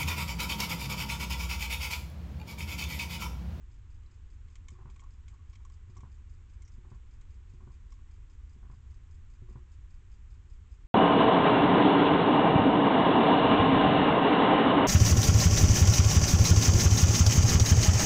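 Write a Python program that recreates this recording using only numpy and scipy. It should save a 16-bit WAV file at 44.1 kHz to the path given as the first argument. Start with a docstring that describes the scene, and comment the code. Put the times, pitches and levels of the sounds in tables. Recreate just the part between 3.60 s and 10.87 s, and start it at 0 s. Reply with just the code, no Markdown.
"""A hedgehog eats dry food from a steel dish on a patio at night, close to a trail camera.
Pellets crack and squeak between its teeth, its snout scrapes the dish, and one crumb drops in.
About once a second the dish rocks and skids, always with the same short run of soft knocks;
each knock sets off a hollow ring in the camera's housing.
Behind it lie a low rumble, night air, the camera's hiss and faint paired ticks from its electronics."""
import sys
import numpy as np
from scipy import signal
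from scipy.fft import rfft, irfft
from scipy.io import wavfile
from scipy.ndimage import uniform_filter1d

SR = 44100
rng = np.random.default_rng(int(sys.argv[2]) if len(sys.argv) > 2 else 0)


def wav_out(sig):
    """Save sig, one row per channel (or a flat mono array), as 16-bit PCM at SR to the path in sys.argv[1]."""
    wavfile.write(sys.argv[1], SR, np.round(np.clip(np.atleast_2d(sig).T, -1, 1) * 32767).astype(np.int16))


N = 320607

# Pellets cracking. Each row: start in seconds, base levels of the crack and of the dish's ring in dB,
# extra level for the crunch in dB, fade time in seconds.
PELLET_BITES = [(.434, -75.5, -82, 5, 0.0046), (.883, -75.5, -91, 6.5, .004), (.955, -58.5, -69, 0, 0.0044),
                (1.084, -54.5, -61.5, 0.5, 0.0044), (1.104, -63, -66, -10, 0.0066),
                (1.299, -70.5, -72, 6, 0.0074), (1.361, -68.5, -63.5, 4, .004),
                (1.394, -68, -64, 8, 0.0024), (1.402, -61.5, -71.5, -8, 0.0074),
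                (1.437, -71, -61, -1, .006), (1.681, -64.5, -69, 4, 0.0077), (1.931, -75.5, -66, 9, .008),
                (1.954, -69.5, -75, 8, 0.0062), (2.05, -63, -58, -5.5, 0.0064),
                (2.099, -66.5, -65, -3.5, 0.0035), (2.14, -69, -77, -11, .004),
                (2.368, -61.5, -57.5, -3, .01), (2.405, -67.5, -63, 1, 0.0087),
                (3.020, -63, -82, -2, 0.0054), (3.078, -66.5, -86, -3, .008),
                (3.611, -70, -72, -0.5, 0.0059), (4.321, -68, -61.5, 1, .006)]
# Teeth squeaking. Each row: start in seconds, level in dB, pitch in Hz, length in seconds.
TOOTH_SQUEAKS = [(1.93, -70.5, 5400, 0.022), (1.954, -66, 5550, .009), (2.371, -66.5, 5860, 0.015),
                 (3.047, -67.5, 5880, 0.026), (3.074, -69, 5630, 0.03), (4.319, -68.5, 5480, 0.016)]
# The snout scraping the dish. Each row: start in seconds, length in seconds, level in dB.
SNOUT_SCRAPES = [(1.139, .03, -63.5), (1.2, 0.031, -66), (1.416, 0.023, -61.5), (1.461, 0.011, -67.5),
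                 (1.718, 0.028, -66.5), (1.79, .013, -68.5), (1.995, 0.014, -72), (4.387, 0.025, -71)]
# The dish rocking.
# Each row: start in seconds, then dB added to the thuds, the camera housing's ring, the clacks, the skids.
DISH_ROCKS = [(1.120, 0, 3, 2, 2), (2.297, 0.5, 0.5, 2.5, 0), (3.181, 0.5, -1, -1.5, -1),
              (3.938, 1, -4, -4, 0), (4.963, -1, -9.5, -2, 1.5), (5.821, 4.5, 6, 1.5, -2.5)]
# The knocks in one rock: tip, catch, slump, landing, rebound.
# Each row: delay in seconds, then base levels in dB of the thud, the housing's ring and the rim clack.
ROCK_KNOCKS = [(0, -45, -68, -75.5), (.066, -58, -64.5, -61), (.087, -48.5, -74, -69),
               (.134, -42, -70.5, -52.5), (.149, -51.5, -68, -61)]
# The skids at the catch and the rebound.
# Each row: delay and length in seconds, then base levels in dB of the knock tones, wall and grit.
ROCK_SKIDS = [(0.064, 0.045, -64.5, -72.5, -67.5), (0.158, 0.02, -62, -68.5, -72)]
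# Five pairs of ticks. Each row: start within each second, then gap to the second tick, both in seconds.
TICK_PAIRS = [(.115, 0.025), (0.3, 0.042), (0.512, 0.027), (0.701, 0.037), (0.895, 0.035)]

# The tones things ring with. Each row: pitch in Hz, relative level in dB, seconds to fade by 60 dB.
KNOCK_TONES = [(69.3, -4.5, 0.083), (117.3, 10, 0.092), (184.6, -2.5, 0.064), (211, -1.5, 0.053),
               (254, -7.5, 0.026), (362.5, -13.5, 0.19), (465, -29, 0.047)]  # a low thud, with a hollow ring near 365 Hz from the camera's housing
WALL_TONES = [(1052, -11, 0.035), (1105, -3, 0.03), (1270, -9.5, 0.015)]  # the wall of the dish, damped by food
RIM_TONES = [(820, -7.5, .025), (946, 9, 0.015), (1018, -3, 0.044), (1120, -18, 0.0063), (1460, -7, 0.026)]  # the rim of the dish
CRUMB_TONES = [(4080, 0, 0.06), (4670, 0, .04), (5300, -3, .05)]  # steel hit by a crumb
TICK_TONES = [(4466, -7.5, 0.019), (5110, -8, 0.028)]  # the electronics

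# The tone colours of the noises. Each row: frequency in Hz, relative level there in dB.
CRUNCH_COLOUR = [(1400, -14.5), (1900, -13), (2130, 0.5), (2350, -3), (2750, -16.5), (3150, -3.5),
                 (3500, -11), (3900, -11), (4400, -11.5)]  # the middle range of a crack
SNAP_COLOUR = [(3500, -34), (4500, -11), (5300, -1.5), (6100, 3), (6900, 6), (7230, 6.5), (7700, 3.5),
               (8500, -7)]  # its bright edge
RASP_COLOUR = [(500, 7.5), (750, 3), (1100, -8), (1600, -4.5), (2300, -6), (3200, -23.5)]  # grit under the rim
SKID_COLOUR = [(600, -5), (760, 4), (950, 0.5), (1200, -2), (1700, -12)]  # the base skidding on paving
FIZZ_COLOUR = [(1500, -11), (2100, -11), (2450, 5), (2900, -16), (3700, -3), (4100, -17.5), (4450, -5.5),
               (5100, 0.5), (5500, -15.5), (6200, -1), (6700, 0.5), (7000, 0), (7300, 0.5), (8100, -6.5)]  # the fizz after a tick
RUMBLE_COLOUR = [(12, -3.5), (27, 1.5), (42, -1.5), (64, 1), (85, -3), (110, -12), (130, -20), (158, -32)]  # the low rumble
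AIR_COLOUR = [(130, -4.5), (160, -1), (195, 2.5), (260, -0.5), (330, -3.5), (366, -2.5), (400, -5.5),
              (520, -12), (700, -26)]  # night air
HISS_COLOUR = [(400, -8), (640, -6), (800, -1.5), (1060, 2.5), (1300, 0), (2100, -2), (3200, -6),
               (4000, -10), (4800, -13.5), (5800, -12), (6700, -8.5), (7350, -8.5), (8000, -12),
               (8600, -25)]  # microphone hiss

SLIP_RELEASE_S = 0.0079  # how quickly a push dies away


def bites(tail_db=-19, tail_s=.02, ring_up_db=3, snap_db=-0.5, crunch_db=-1, size=8192):
    """A pellet breaks in a run of tiny fractures; the shock also rings the wall of the dish."""
    t, out = np.arange(size) / SR, np.zeros(N)
    for s, db, ring_db, body_db, fade_s in PELLET_BITES:
        tail = from_db(tail_db) * np.exp(-t / tail_s)  # sent back by nearby pots and walls
        fractures = grains(per_s=9000, size=size) * (np.exp(-t / fade_s) + tail)
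        add(out, s, level_to(colour(fractures, SNAP_COLOUR), db + snap_db))
        add(out, s, level_to(colour(fractures, CRUNCH_COLOUR), db + body_db + crunch_db))
        ring = soften(ringing(WALL_TONES), contact_s=0.012)
        add(out, s + .001, from_db(ring_db + ring_up_db) * ring)
    return out


def squeaks(width_hz=950, size=2048):
    """A tooth slips over a hard pellet: a short, rough, high chirp."""
    t, out = np.arange(size) / SR, np.zeros(N)
    for s, db, hz, length in TOOTH_SQUEAKS:
        band = signal.butter(2, [hz - width_hz / 2, hz + width_hz / 2], "band", fs=SR, output="sos")
        swell = np.sin(np.pi * np.sqrt(np.minimum(t / length, 1)))
        slip = rng.standard_normal(size) * swell
        add(out, s, level_to(signal.sosfilt(band, slip), db))
    return out


def scrapes():
    """The snout rubs along the wall of the dish and shakes it."""
    out = np.zeros(N)
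    for s, length, db in SNOUT_SCRAPES:
        add(out, s, level_to(slipping(pushing(length), WALL_TONES), db))
    return out


def rocking(wall_db=-8, rasp_db=-14.5, rasp_s=.012, rim_lag_s=0.00256, size=4096):
    """The dish tips and falls back: each thud rings the camera's housing; the rim clacks and rasps."""
    t = np.arange(size) / SR
    out, grit = np.zeros((2, N))
    for start, thud_gain_db, housing_gain_db, rim_gain_db, _ in DISH_ROCKS:
        for delay, thud_db, housing_db, rim_db in ROCK_KNOCKS:
            s, clack_db = start + delay, rim_db + rim_gain_db
            thud = soften(ringing(KNOCK_TONES), contact_s=0.0016)
            add(out, s, from_db(thud_db + thud_gain_db) * thud)
            housing_ring = soften(ringing(KNOCK_TONES[5:]), contact_s=0.0019)  # the two highest tones
            add(out, s, from_db(housing_db + housing_gain_db) * housing_ring)
            clack = ringing(RIM_TONES) + from_db(wall_db) * ringing(WALL_TONES)
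            add(out, s + rim_lag_s, from_db(clack_db) * soften(clack, contact_s=0.0034))
            rasp = grains(per_s=5300, size=size) * np.exp(-t / rasp_s)
            add(grit, s + rim_lag_s, level_to(rasp, clack_db + rasp_db))
    return out + colour(grit, RASP_COLOUR)


def skidding(grip=0.71, size=8192):
    """As the dish rocks, its base skids on the paving, hardest just as its grip breaks."""
    breakaway = 1 + 2 * grip * np.exp(-np.arange(size) / SR / SLIP_RELEASE_S)
    out, grit = np.zeros((2, N))
    for start, *_, gain_db in DISH_ROCKS:
        for delay, length, knock_db, wall_db, grit_db in ROCK_SKIDS:
            s, push = start + delay, pushing(length)
            add(out, s, level_to(slipping(push, KNOCK_TONES[2:]), knock_db + gain_db))
            add(out, s, level_to(slipping(push, WALL_TONES), wall_db + gain_db))
            scratch = grains(per_s=9200, size=size) * push * breakaway
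            add(grit, s, level_to(scratch, grit_db + gain_db))
    return out + colour(grit, SKID_COLOUR)


def crumb(start_s=.461, db=-64):
    """One crumb falls back into the dish with a tiny tink."""
    out = np.zeros(N)
    add(out, start_s, from_db(db) * soften(ringing(CRUMB_TONES), contact_s=.00065))
    return out


def ticking(ring_db=-71.5, second_db=-2.5, fizz_db=-75.5, fizz_s=0.026, size=4096):
    """Five times a second the electronics give two tiny, uneven ticks, each trailed by a fizz."""
    fizz_fade = np.exp(-(np.arange(size) / SR / fizz_s) ** 2)
    rings, fizz = np.zeros((2, N))
    for whole_second in np.arange(0, N / SR):
        for offset, gap in TICK_PAIRS:
            for delay, db in (0, 0), (gap, second_db):
                jitter_s, uneven_db = rng.normal(0, [.003, 0.5])
                s = whole_second + offset + delay + jitter_s
                if s < N / SR:
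                    tick = soften(ringing(TICK_TONES), contact_s=0.0023)
                    add(rings, s + .001, from_db(ring_db + db + uneven_db) * tick)
                    add(fizz, s, from_db(fizz_db + db / 2) * grains(per_s=8700, size=size) * fizz_fade)
    return rings + colour(fizz, FIZZ_COLOUR)


def background(rumble_db=-47.0, air_db=-72.0, hiss_db=-73.5):
    """A low rumble of even loudness, the steady wash of night air, and microphone hiss."""
    rumble = colour(rng.standard_normal(N), RUMBLE_COLOUR, size=16384)
    rumble /= np.sqrt(uniform_filter1d(rumble ** 2, size=SR // 3))  # even out the loudness
    air = from_db(air_db) * colour(rng.standard_normal(N), AIR_COLOUR)
    hiss = from_db(hiss_db) * colour(rng.standard_normal(N), HISS_COLOUR)
    return from_db(rumble_db) * rumble + air + hiss


def ringing(tones, size=8192):
    """One blow sets tones ringing, each a little different in strength and pitch every time."""
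    t, out = np.arange(size) / SR, 0
    for hz, db, fade_s in tones:
        uneven_db, detune = rng.normal(0, [1.5, .005])
        fade = from_db(db + uneven_db - 60 * t / fade_s)
        out = out + fade * np.sin(2 * np.pi * hz * (1 + detune) * t)
    return out / np.abs(out).max()


def soften(x, contact_s):
    """A longer contact gives a sound a gentler start; the peak comes out at 1."""
    t = np.arange(len(x)) / SR
    rounded = x * (1 - np.exp(-t / contact_s))
    return rounded / np.abs(rounded).max()


def grains(per_s, size):
    """Tiny fractures or slips: random clicks of uneven size, with an average power of 1."""
    happens = rng.random(size) < per_s / SR
    clicks = happens * rng.choice([-1, 1], size) * from_db(2 * rng.exponential(1, size))
    return clicks / np.sqrt(np.mean(clicks ** 2) + 1e-20)


def slipping(push, tones, slips_per_s=2500):
    """A surface sticks and slips, ringing the tones for as long as the push lasts."""
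    slips = grains(slips_per_s, len(push)) * push
    return signal.fftconvolve(slips, soften(ringing(tones), contact_s=0.00049))


def pushing(length, size=8192):
    """A push holds for its length in seconds, then lets go."""
    return np.exp(-np.maximum(np.arange(size) / SR - length, 0) / SLIP_RELEASE_S)


def colour(x, spectrum, size=4096):
    """Filter a sound to a tone colour; white noise keeps its power."""
    hz, db = np.transpose(spectrum)
    log_hz = np.log(np.maximum(np.fft.rfftfreq(size, 1 / SR), 1))
    outside = np.abs(log_hz - np.clip(log_hz, np.log(hz[0]), np.log(hz[-1])))
    gain = from_db(np.interp(log_hz, np.log(hz), db) - np.minimum(60 * outside, 70))
    # Fold the filter so that it never sounds before the click that sets it off.
    cepstrum = irfft(np.log(gain))
    cepstrum[1:size // 2] *= 2
    cepstrum[size // 2 + 1:] = 0
    response = irfft(np.exp(rfft(cepstrum)))
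    return signal.fftconvolve(x, response / np.linalg.norm(response))[:N]


def level_to(x, db, size=132):
    """Bring a sound's loudest three milliseconds to a level in dB."""
    return from_db(db) * x / np.sqrt(uniform_filter1d(x ** 2, size).max() + 1e-20)


def from_db(db):
    """Turn decibels into a number to multiply by."""
    return 10 ** (np.asarray(db) / 20)


def add(track, s, sound):
    """Mix a sound into a track, starting at s seconds."""
    start = int(np.clip(round(s * SR), 0, N - 1))
    track[start:start + len(sound)] += sound[:N - start]


def scene():
    """Everything reaches one small microphone."""
    mix = background() + bites() + squeaks() + crumb() + rocking() + skidding() + scrapes() + ticking()
    return mix[None]


def record(dry, hollow_hz=625, hollow_q=3.5, depth=0.46, cutoff_hz=8450):
    """The camera's housing hollows out a narrow band, and the highest treble is cut steeply."""
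    notched = signal.lfilter(*signal.iirnotch(hollow_hz, hollow_q, fs=SR), dry)
    housed = dry + depth * (notched - dry)
    treble_cut = signal.ellip(10, .3, 80, cutoff_hz, fs=SR, output="sos")
    return signal.sosfilt(treble_cut, housed)


dry = scene()
out = record(dry)
wav_out(out)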